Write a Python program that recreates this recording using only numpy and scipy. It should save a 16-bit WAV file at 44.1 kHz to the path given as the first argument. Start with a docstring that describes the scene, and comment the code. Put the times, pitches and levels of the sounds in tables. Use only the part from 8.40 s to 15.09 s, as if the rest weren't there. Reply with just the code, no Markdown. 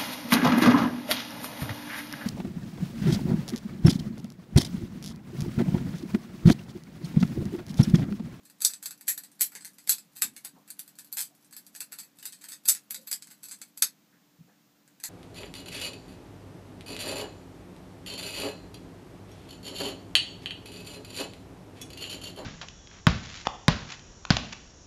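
"""A small room, one mono microphone close to a hand flipping a butterfly knife.
The two handles swing round and tap or slap the blade and each other: each contact is a sharp crack,
a short ring of steel and the chatter of loose pivots, with a brief answer from the room.
Near the end the handles snap shut, and a few last taps follow. Soft bumps and rustles lie over
the low rush of the room and the faint hum of an appliance."""
import sys
import numpy as np
from scipy import signal
from scipy.fft import rfft, irfft
from scipy.io import wavfile
from scipy.ndimage import uniform_filter1d

SR = 44100
rng = np.random.default_rng(int(sys.argv[2]) if len(sys.argv) > 2 else 0)


def pcm_store(signal):
    """Save signal as 16-bit PCM."""
    levels = np.round(np.clip(np.atleast_2d(signal), -1, 1) * 32767)
    wavfile.write(sys.argv[1], SR, levels.astype(np.int16).T)


N = 295029

# spectrum of the room tone: pitch_hz, density_db
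ROOM_TONE = [(25, -7), (60, -16), (95, -19), (130, -4.5), (200, 0.5), (280, -6), (400, -14.5), (800, -16),
             (2000, -20), (4500, -21.5), (7000, -22), (9700, -30.5), (12500, -24.5), (15500, -23)]
# reverberation of the room: pitch_hz, t60_s
ROOM_DECAY = [(300, 0.1), (2000, 0.14), (6000, 0.12), (14000, 0.11)]
# spectrum of a bare metal contact: pitch_hz, density_db
CRACK_COLOUR = [(70, -44.5), (190, -14), (390, -23.5), (520, -16.5), (640, -23), (860, -12), (1120, -20),
                (1650, -6), (3100, -9.5), (4600, -1), (5650, -3.5), (7900, 1), (12300, 4), (15000, -13)]
# how much of a contact's knock_db and treble_db each pitch takes: pitch_hz, share (0-1)
KNOCK_SHARE = [(1800, 1), (4500, 0)]
TREBLE_SHARE = [(8000, 0.017), (11500, 0.92)]
# modes of handles and blade, low to high: pitch_hz, level_db, nominal_t60_s
STEEL_MODES = [(1560, -7, .02), (1780, -7, .02), (2250, -10, .02), (2600, -2, .025), (3750, -6, .02),
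               (4165, -4, .11), (4230, -2, .13), (4520, -2, .035), (4740, -1, .03), (4920, -2, .03),
               (5330, -10, .025), (6240, 0, .02), (6500, 0, .02), (7260, -6, .05), (7520, -8, .045),
               (7740, -2, .035), (7900, 1, .06), (8080, -3, .045), (8400, -9, .03), (10130, -8, .06),
               (11150, -6, .035), (11350, -6, .035), (11950, -7, .035), (12170, -6, .035),
               (12620, -4, .055)]
# the freer a handle rings, the lower the mode it favours: ring_db, pitch_hz
FAVOURED_LOW_MODE = [(-2.5, 4740), (3, 4600)]
# a handle taps the blade or its stop in passing:
# start_s, relative_level_db, knock_db, treble_db, ring_db, chatter_db
HANDLE_TAPS = [(0.054, -52, 4, -2, 6, -4), (0.099, -51.5, 6, 3.5, 1, -21), (0.205, -42, 4, -2, 1, -8),
               (0.215, -36, -13, 5, -1, -3), (0.2189, -26.5, -17, -1, 2.5, -19), (0.2934, -38, 10, 7, 7, 7),
               (0.3353, -35.5, -1, -10, -0.5, -18), (0.4269, -37, 5, 0, 3, -1),
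               (0.4575, -30, -2, 0, 6.5, -12), (0.508, -38, 5, 2, 4, -25), (0.6099, -45, 8.5, 5, -2, -19),
               (0.6708, -40, -15, -6, 3, 4), (0.7769, -33, 2.5, 4.5, -4, -15), (0.836, -43, 4, -4, -5, -2),
               (0.9937, -45, 8, -2, 8, 8), (1.119, -47.5, 18, 4, 1, 0), (1.1518, -37, 9.5, -7.5, -5, 4),
               (1.208, -45, 7, -9, -2, 4), (1.2473, -36.5, 5, -2.5, -8, 12), (1.384, -47.5, 7.5, -4, -3, 2),
               (1.4737, -34.5, 4, -2, -6, 7), (1.5209, -27.5, -1, -4, -1, 4),
               (1.5825, -41, -1, -4, -0.5, -6), (1.757, -39.5, 6, 2, 0, 12), (1.964, -41, 3, -7, -6, 0),
               (2.0479, -34, 10, 3.5, -5, -3), (2.277, -50, 11, -2, 2, 4), (2.3028, -37, -4, -1, -4, -22),
               (2.3925, -34, 0, 8, -9, -22), (2.4778, -48, 10.5, 5, -1, -1), (2.587, -40.5, 5, 0.5, -2, -4),
               (2.6457, -50, -3, 7, 0, -8), (2.7263, -31.5, -17, 12, -1, -13),
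               (2.7894, -29.5, -9, -4, -1, 16), (3.1268, -45, 11.5, -1, 10, -2),
               (3.1652, -38.5, 4.5, 6, 1, 1), (3.2654, -48.5, -6, 4, -1, -11),
               (3.35, -43.5, 1, -10, -1, -10), (3.3608, -41, 4, 5, 2, -8), (3.4047, -31, 5, 2, 2, -4.5),
               (3.5209, -36.5, 10, 0, 2.5, 2), (3.5863, -35, -2, -2, 6, 1), (3.631, -48.5, 14, 10, 8, 1),
               (3.7867, -47.5, 7, -4, 3, -2), (3.8273, -42, 6, -1, -1, 1), (3.8548, -32, 3, -3, -1, 4),
               (3.923, -41.5, -0.5, -9, 1, 5), (4.0119, -47.5, 6, -3, 2, 10), (4.0384, -41, 7, -2, 2, 6),
               (4.086, -38, -1, 0, 7, 3), (4.119, -36.5, 2.5, -4, -3, 14), (4.2549, -32.5, 0, 9, 14, -2),
               (4.2777, -23, -14, 7, -6, 3), (4.3484, -36.5, 4.5, -4, -9, 16),
               (4.507, -30, 6, 7.5, -4.5, -8), (4.5444, -33, -2, -7, -3, -5), (4.6716, -36, 7, 20, 7, 5),
               (4.8226, -41.5, -4, -14, 2, -20), (4.8711, -49.5, 4, -9, -2, -9), (4.903, -45, 8, -2, 3, 8),
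               (5.0317, -38, -1, 2, 5, 3), (5.0854, -42, -7, -4, -1, 3), (5.1125, -35.5, -3, -11, 0, 8),
               (5.216, -38, 2, -5, 5, -7), (5.3746, -38.5, -5, 8, 3, -11),
               (6.4768, -57.5, 9, -8, -8.5, -11.5), (6.6002, -49.5, 12, -4, -7, -7),
               (6.638, -28.5, 1, -4, 0.5, 2.5)]
# a swung handle slams home and rebounds: start_s, relative_level_db, knock_db, treble_db,
# high_mode_hz, high_ring_db, chatter_db, rebound_after_s, rebound_db (against the slap)
HANDLE_SLAPS = [(0.248, -13.5, -18.5, -6.5, 7900, -3, -12.5, .004, -18),
                (0.6797, -23, 2.5, 2.5, 11300, 0, -0.5, 0.0039, 3),
                (1.0091, -18.5, 0.5, 3.5, 12620, -2, -3, .0076, 0.5),
                (1.4933, -15, -1.5, 5.5, 12620, -1, -4.5, 0.0071, -5),
                (1.8196, -18, 3, -3.5, 7740, -3.5, 1.5, 0.0086, -10.5),
                (2.77, -26, 3, -1, 8160, -8, 3.5, .0353, -0.5),
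                (4.2859, -13.5, -5.5, 2.5, 8010, 1, -8.5, .0092, -2),
                (4.7137, -27.5, 2.5, -6, 11120, -1, -7, .0138, 1.5)]
# soft bumps and rustles: start_s, level_db, centre_hz, width_hz, length_s
SOFT_BUMPS = [(1.009, -57, 450, 398, 0.036), (1.813, -55.5, 230, 132, 0.17), (2.124, -59, 232, 110, 0.096),
              (2.146, -63, 810, 800, 0.11), (2.9, -70.5, 700, 202, 0.086), (4.562, -60.5, 209, 50, 0.095),
              (4.559, -64, 543, 50, .11), (5.721, -69.5, 1647, 705, 0.091), (5.98, -52, 163.7, 60.4, 0.11),
              (6.074, -65.5, 648, 502, 0.064), (6.081, -73, 1713, 398, .1)]
# the handles close, one row: start_s, relative_level_db, knock_db, treble_db,
# low_mode_hz, low_ring_db, high_mode_hz, high_ring_db, chatter_db
CLOSING_SNAP = (5.4227, -14.5, -4.5, -5.5, 6391, -5.5, 12500.5, -21, -18.5)

SIZE = 8192  # samples in one contact
T = np.arange(SIZE) / SR
HZ = np.fft.rfftfreq(SIZE, 1 / SR)
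LOW_MODE_COUNT = 13
SLAP_LOW_HZ, FLAT_HZ, TIP_HZ = 4800, 7900, 12200  # favoured by a slap, on the blade's flat, on its tip
GRAZE_LEAD_S = 0.0045


def amp(db):
    """Decibels to gain."""
    return 10 ** (np.asarray(db) / 20)


def unit(x):
    """Scales a sound to energy 1."""
    return x / np.sqrt(np.sum(x ** 2) + 1e-20)


def read(points, hz):
    """Reads a table on a logarithmic frequency axis."""
    pitches, values = np.transpose(points)
    return np.interp(np.log(hz + 1), np.log(pitches + 1), values)


def decay(t60_s):
    """An envelope that falls 60 dB in t60_s."""
    return np.exp(-np.log(1000) * T / t60_s)


def add(mix, start_s, sound):
    """Lays a sound into the mix."""
    part = mix[max(round(start_s * SR), 0):][:len(sound)]
    part += sound[:len(part)]


def through(x, response):
    """Passes a short sound through an impulse response."""
    return signal.fftconvolve(x, response)[:SIZE]


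def minimum_phase(spectrum_db):
    """The tightest impulse response with this spectrum."""
    log_gain = np.log(amp(np.r_[spectrum_db, spectrum_db[-2:0:-1]]))
    spectrum = np.exp(np.conj(signal.hilbert(log_gain)))
    return irfft(spectrum[:len(spectrum_db)])


def room_tone(level_db=-64.5):
    """The steady air of the room: a low rush and some hiss."""
    colour = amp(read(ROOM_TONE, np.fft.rfftfreq(N, 1 / SR)))
    rush = irfft(rfft(rng.standard_normal(N)) * colour, N)
    return amp(level_db) * np.sqrt(N) * unit(rush)


def appliance_hum(pitch_hz=293.5, level_db=-74):
    """An appliance holds one faint tone in the background."""
    cycles = pitch_hz * np.arange(N) / SR + rng.random()
    return amp(level_db) * np.sqrt(N) * unit(np.sin(2 * np.pi * cycles))


def contact(chatter_db, bite_s=0.0004, buzz_t60_s=0.016, chatter_t60_s=0.093, bounces_per_s=800):
    """Metal bites and buzzes, then the loose pivots bounce: the force heard close up and by the room."""
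    buzz, sign, size = rng.standard_normal((3, SIZE))
    blow = buzz * (1 - np.exp(-T / bite_s)) * decay(buzz_t60_s)
    strength = np.exp(0.82 * np.minimum(size, 2))
    bounces = np.sign(sign) * strength * (rng.random(SIZE) < bounces_per_s / SR)
    chatter = amp(chatter_db) * unit(bounces * decay(chatter_t60_s))
    click = signal.unit_impulse(SIZE)  # out in the room the buzz evens out to one click
    return unit(blow) + chatter, click + chatter


def place_ripple(depth_db=3.4, width_bins=48):
    """Each place of contact stresses some pitches and misses others: a random ripple in dB."""
    rough = rng.standard_normal(len(HZ))
    ripple = uniform_filter1d(uniform_filter1d(rough, width_bins), width_bins)
    return depth_db * ripple / ripple.std()


def room_reflections(gap_s=0.0024, build_s=0.0032, density=0.1):
    """Dense, short reflections off near walls, new for each place of the moving knife."""
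    reflections = rfft(rng.choice([-1., 1.], SIZE) * (rng.random(SIZE) < density))
    pitches_hz, t60s = np.transpose(ROOM_DECAY)
    tail = np.zeros(SIZE)
    for share, t60_s in zip(np.eye(len(t60s)), t60s):
        band = read(np.c_[pitches_hz, share], HZ)
        tail += irfft(reflections * band) * decay(t60_s)
    return unit(tail * np.clip((T - gap_s) / build_s, 0, 1))


def pivot_ticks(level_db=-70, until_s=5.35, ticks_per_s=40, place_count=8):
    """While the hand keeps the knife moving, the turning pivots give faint, irregular ticks."""
    moving = np.arange(N) / SR < until_s
    strength = np.exp(0.65 * np.clip(rng.standard_normal(N), -2, 2))
    ticks = strength * (rng.random(N) < ticks_per_s / SR) * moving
    places = rng.integers(0, place_count, N)
    mix = np.zeros(N)
    for place in range(place_count):
        force, _ = contact(chatter_db=-22.5)
        tick = unit(through(force, minimum_phase(read(CRACK_COLOUR, HZ) + place_ripple())))
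        echo = unit(through(tick, room_reflections()))
        mix += signal.oaconvolve(ticks * (places == place), tick + echo)[:N]
    return amp(level_db) * np.sqrt(N) * unit(mix)


def steel_ring(force, modes, favoured_hz, favour_db=9, reach_hz=170, grip_detune=0.0038, t60_scale=0.82):
    """The steel rings; where the blow lands favours some modes, and the grip detunes them a little."""
    ring = np.zeros(SIZE)
    for (pitch_hz, level_db, nominal_t60_s), drift in zip(modes, rng.standard_normal(len(modes))):
        radius = np.exp(-np.log(1000) / (nominal_t60_s * t60_scale * SR))
        angle = 2 * np.pi * pitch_hz * (1 + grip_detune * drift) / SR
        mode = signal.lfilter([1, 0, -1], [1, -2 * radius * np.cos(angle), radius ** 2], force)
        favour = np.exp(-((pitch_hz - favoured_hz) / reach_hz) ** 2)
        ring += amp(level_db + favour_db * favour) * unit(mode)
    return unit(ring)


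def strike(relative_db, knock_db, treble_db, low_hz, low_db, high_hz, high_db, chatter_db,
           gain_db=23, clank_trim_db=-2.1, tink_trim_db=-1.3, room_db=-1):
    """Steel meets steel close to the microphone: a crack, a hollow clank, a thin tink, then the room."""
    tilt_db = knock_db * read(KNOCK_SHARE, HZ) + treble_db * read(TREBLE_SHARE, HZ)
    colour = minimum_phase(read(CRACK_COLOUR, HZ) + tilt_db + place_ripple())
    paths = []
    for force in contact(chatter_db):
        crack = unit(through(force, colour))
        clank = amp(low_db + clank_trim_db) * steel_ring(force, STEEL_MODES[:LOW_MODE_COUNT], low_hz)
        tink = amp(high_db + tink_trim_db) * steel_ring(force, STEEL_MODES[LOW_MODE_COUNT:], high_hz)
        paths.append(unit(crack + clank + tink))
    direct, radiated = paths
    echo = amp(room_db) * unit(through(radiated, room_reflections()))
    return amp(relative_db + gain_db) * (direct + echo)


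def graze(blow_db, knock_db, treble_db, softer_db=20, ring_db=-10, chatter_db=-3):
    """A swinging handle brushes the blade just before it lands: a faint, scratchy touch."""
    ringing = SLAP_LOW_HZ, ring_db, FLAT_HZ, ring_db, chatter_db
    return strike(blow_db - softer_db, knock_db, treble_db, *ringing)


def taps(low_trim_db=-7, high_trim_db=-3, tip_treble_db=5.5, scatter_hz=(60, 170)):
    """Light contacts in passing: a loose grip lets all modes ring, and the brightest land on the tip."""
    mix = np.zeros(N)
    offsets_hz = rng.standard_normal((len(HANDLE_TAPS), 2)) * scatter_hz  # no two land in the same place
    for tap, (low_offset_hz, high_offset_hz) in zip(HANDLE_TAPS, offsets_hz):
        start_s, relative_db, knock_db, treble_db, ring_db, chatter_db = tap
        low_hz = np.interp(ring_db, *np.transpose(FAVOURED_LOW_MODE)) + low_offset_hz
        high_hz = (TIP_HZ if treble_db > tip_treble_db else FLAT_HZ) + high_offset_hz
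        ringing = low_hz, ring_db + low_trim_db, high_hz, ring_db + high_trim_db, chatter_db
        add(mix, start_s - GRAZE_LEAD_S, graze(relative_db, knock_db, treble_db))
        add(mix, start_s, strike(relative_db, knock_db, treble_db, *ringing))
    return mix


def slaps(palm_db=-18, knock_shift_db=-5.5, treble_shift_db=3):
    """A full swing ends in a slap and one thinner rebound; the palm stops the low modes."""
    mix = np.zeros(N)
    for start_s, relative_db, knock_db, treble_db, *tink_and_chatter, after_s, rebound_db in HANDLE_SLAPS:
        ringing = SLAP_LOW_HZ, palm_db, *tink_and_chatter
        rebound = relative_db + rebound_db, knock_db + knock_shift_db, treble_db + treble_shift_db
        add(mix, start_s - GRAZE_LEAD_S, graze(relative_db, knock_db, treble_db))
        add(mix, start_s, strike(relative_db, knock_db, treble_db, *ringing))
        add(mix, start_s + after_s, strike(*rebound, *ringing))
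    return mix


def bumps(rise_share=0.23):
    """Dull, soft-edged bumps and rustles: bands of noise that swell and fade."""
    mix = np.zeros(N)
    t = np.arange(2 * SIZE) / SR
    hz = np.fft.rfftfreq(len(t), 1 / SR)
    for start_s, level_db, centre_hz, width_hz, length_s in SOFT_BUMPS:
        band = 1 / (1 + (2 * (hz - centre_hz) / width_hz) ** 2)
        noise = irfft(rfft(rng.standard_normal(len(t))) * band)
        age = t / (rise_share * length_s)
        bump = unit(noise * age * np.exp(-age))
        add(mix, start_s, amp(level_db) * np.sqrt(length_s * SR / 2) * bump)
    return mix


def snap_shut():
    """The handles snap together and are held tight, so they ring and chatter little."""
    mix = np.zeros(N)
    start_s, relative_db, knock_db, treble_db, *ringing = CLOSING_SNAP
    add(mix, start_s - GRAZE_LEAD_S / 2, graze(relative_db, knock_db, treble_db))
    add(mix, start_s, strike(relative_db, knock_db, treble_db, *ringing))
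    return mix


def scene():
    """The knife close up and the room behind it, at one microphone."""
    knife = slaps() + snap_shut() + taps() + pivot_ticks()
    return (knife + bumps() + room_tone() + appliance_hum())[None]


def record(dry, low_cut_hz=105, high_cut_hz=15400):
    """The loudest peaks are gently rounded off; the small microphone loses the bass, and the very top is cut
    off."""
    rounded = dry / (1 + dry ** 4) ** (1 / 4)
    low_cut = signal.butter(2, low_cut_hz, "highpass", fs=SR, output="sos")
    high_cut = signal.firwin(401, high_cut_hz, window=("kaiser", 8), fs=SR)
    return signal.oaconvolve(signal.sosfilt(low_cut, rounded), high_cut[None], "same")


dry = scene()
out = record(dry)
pcm_store(out)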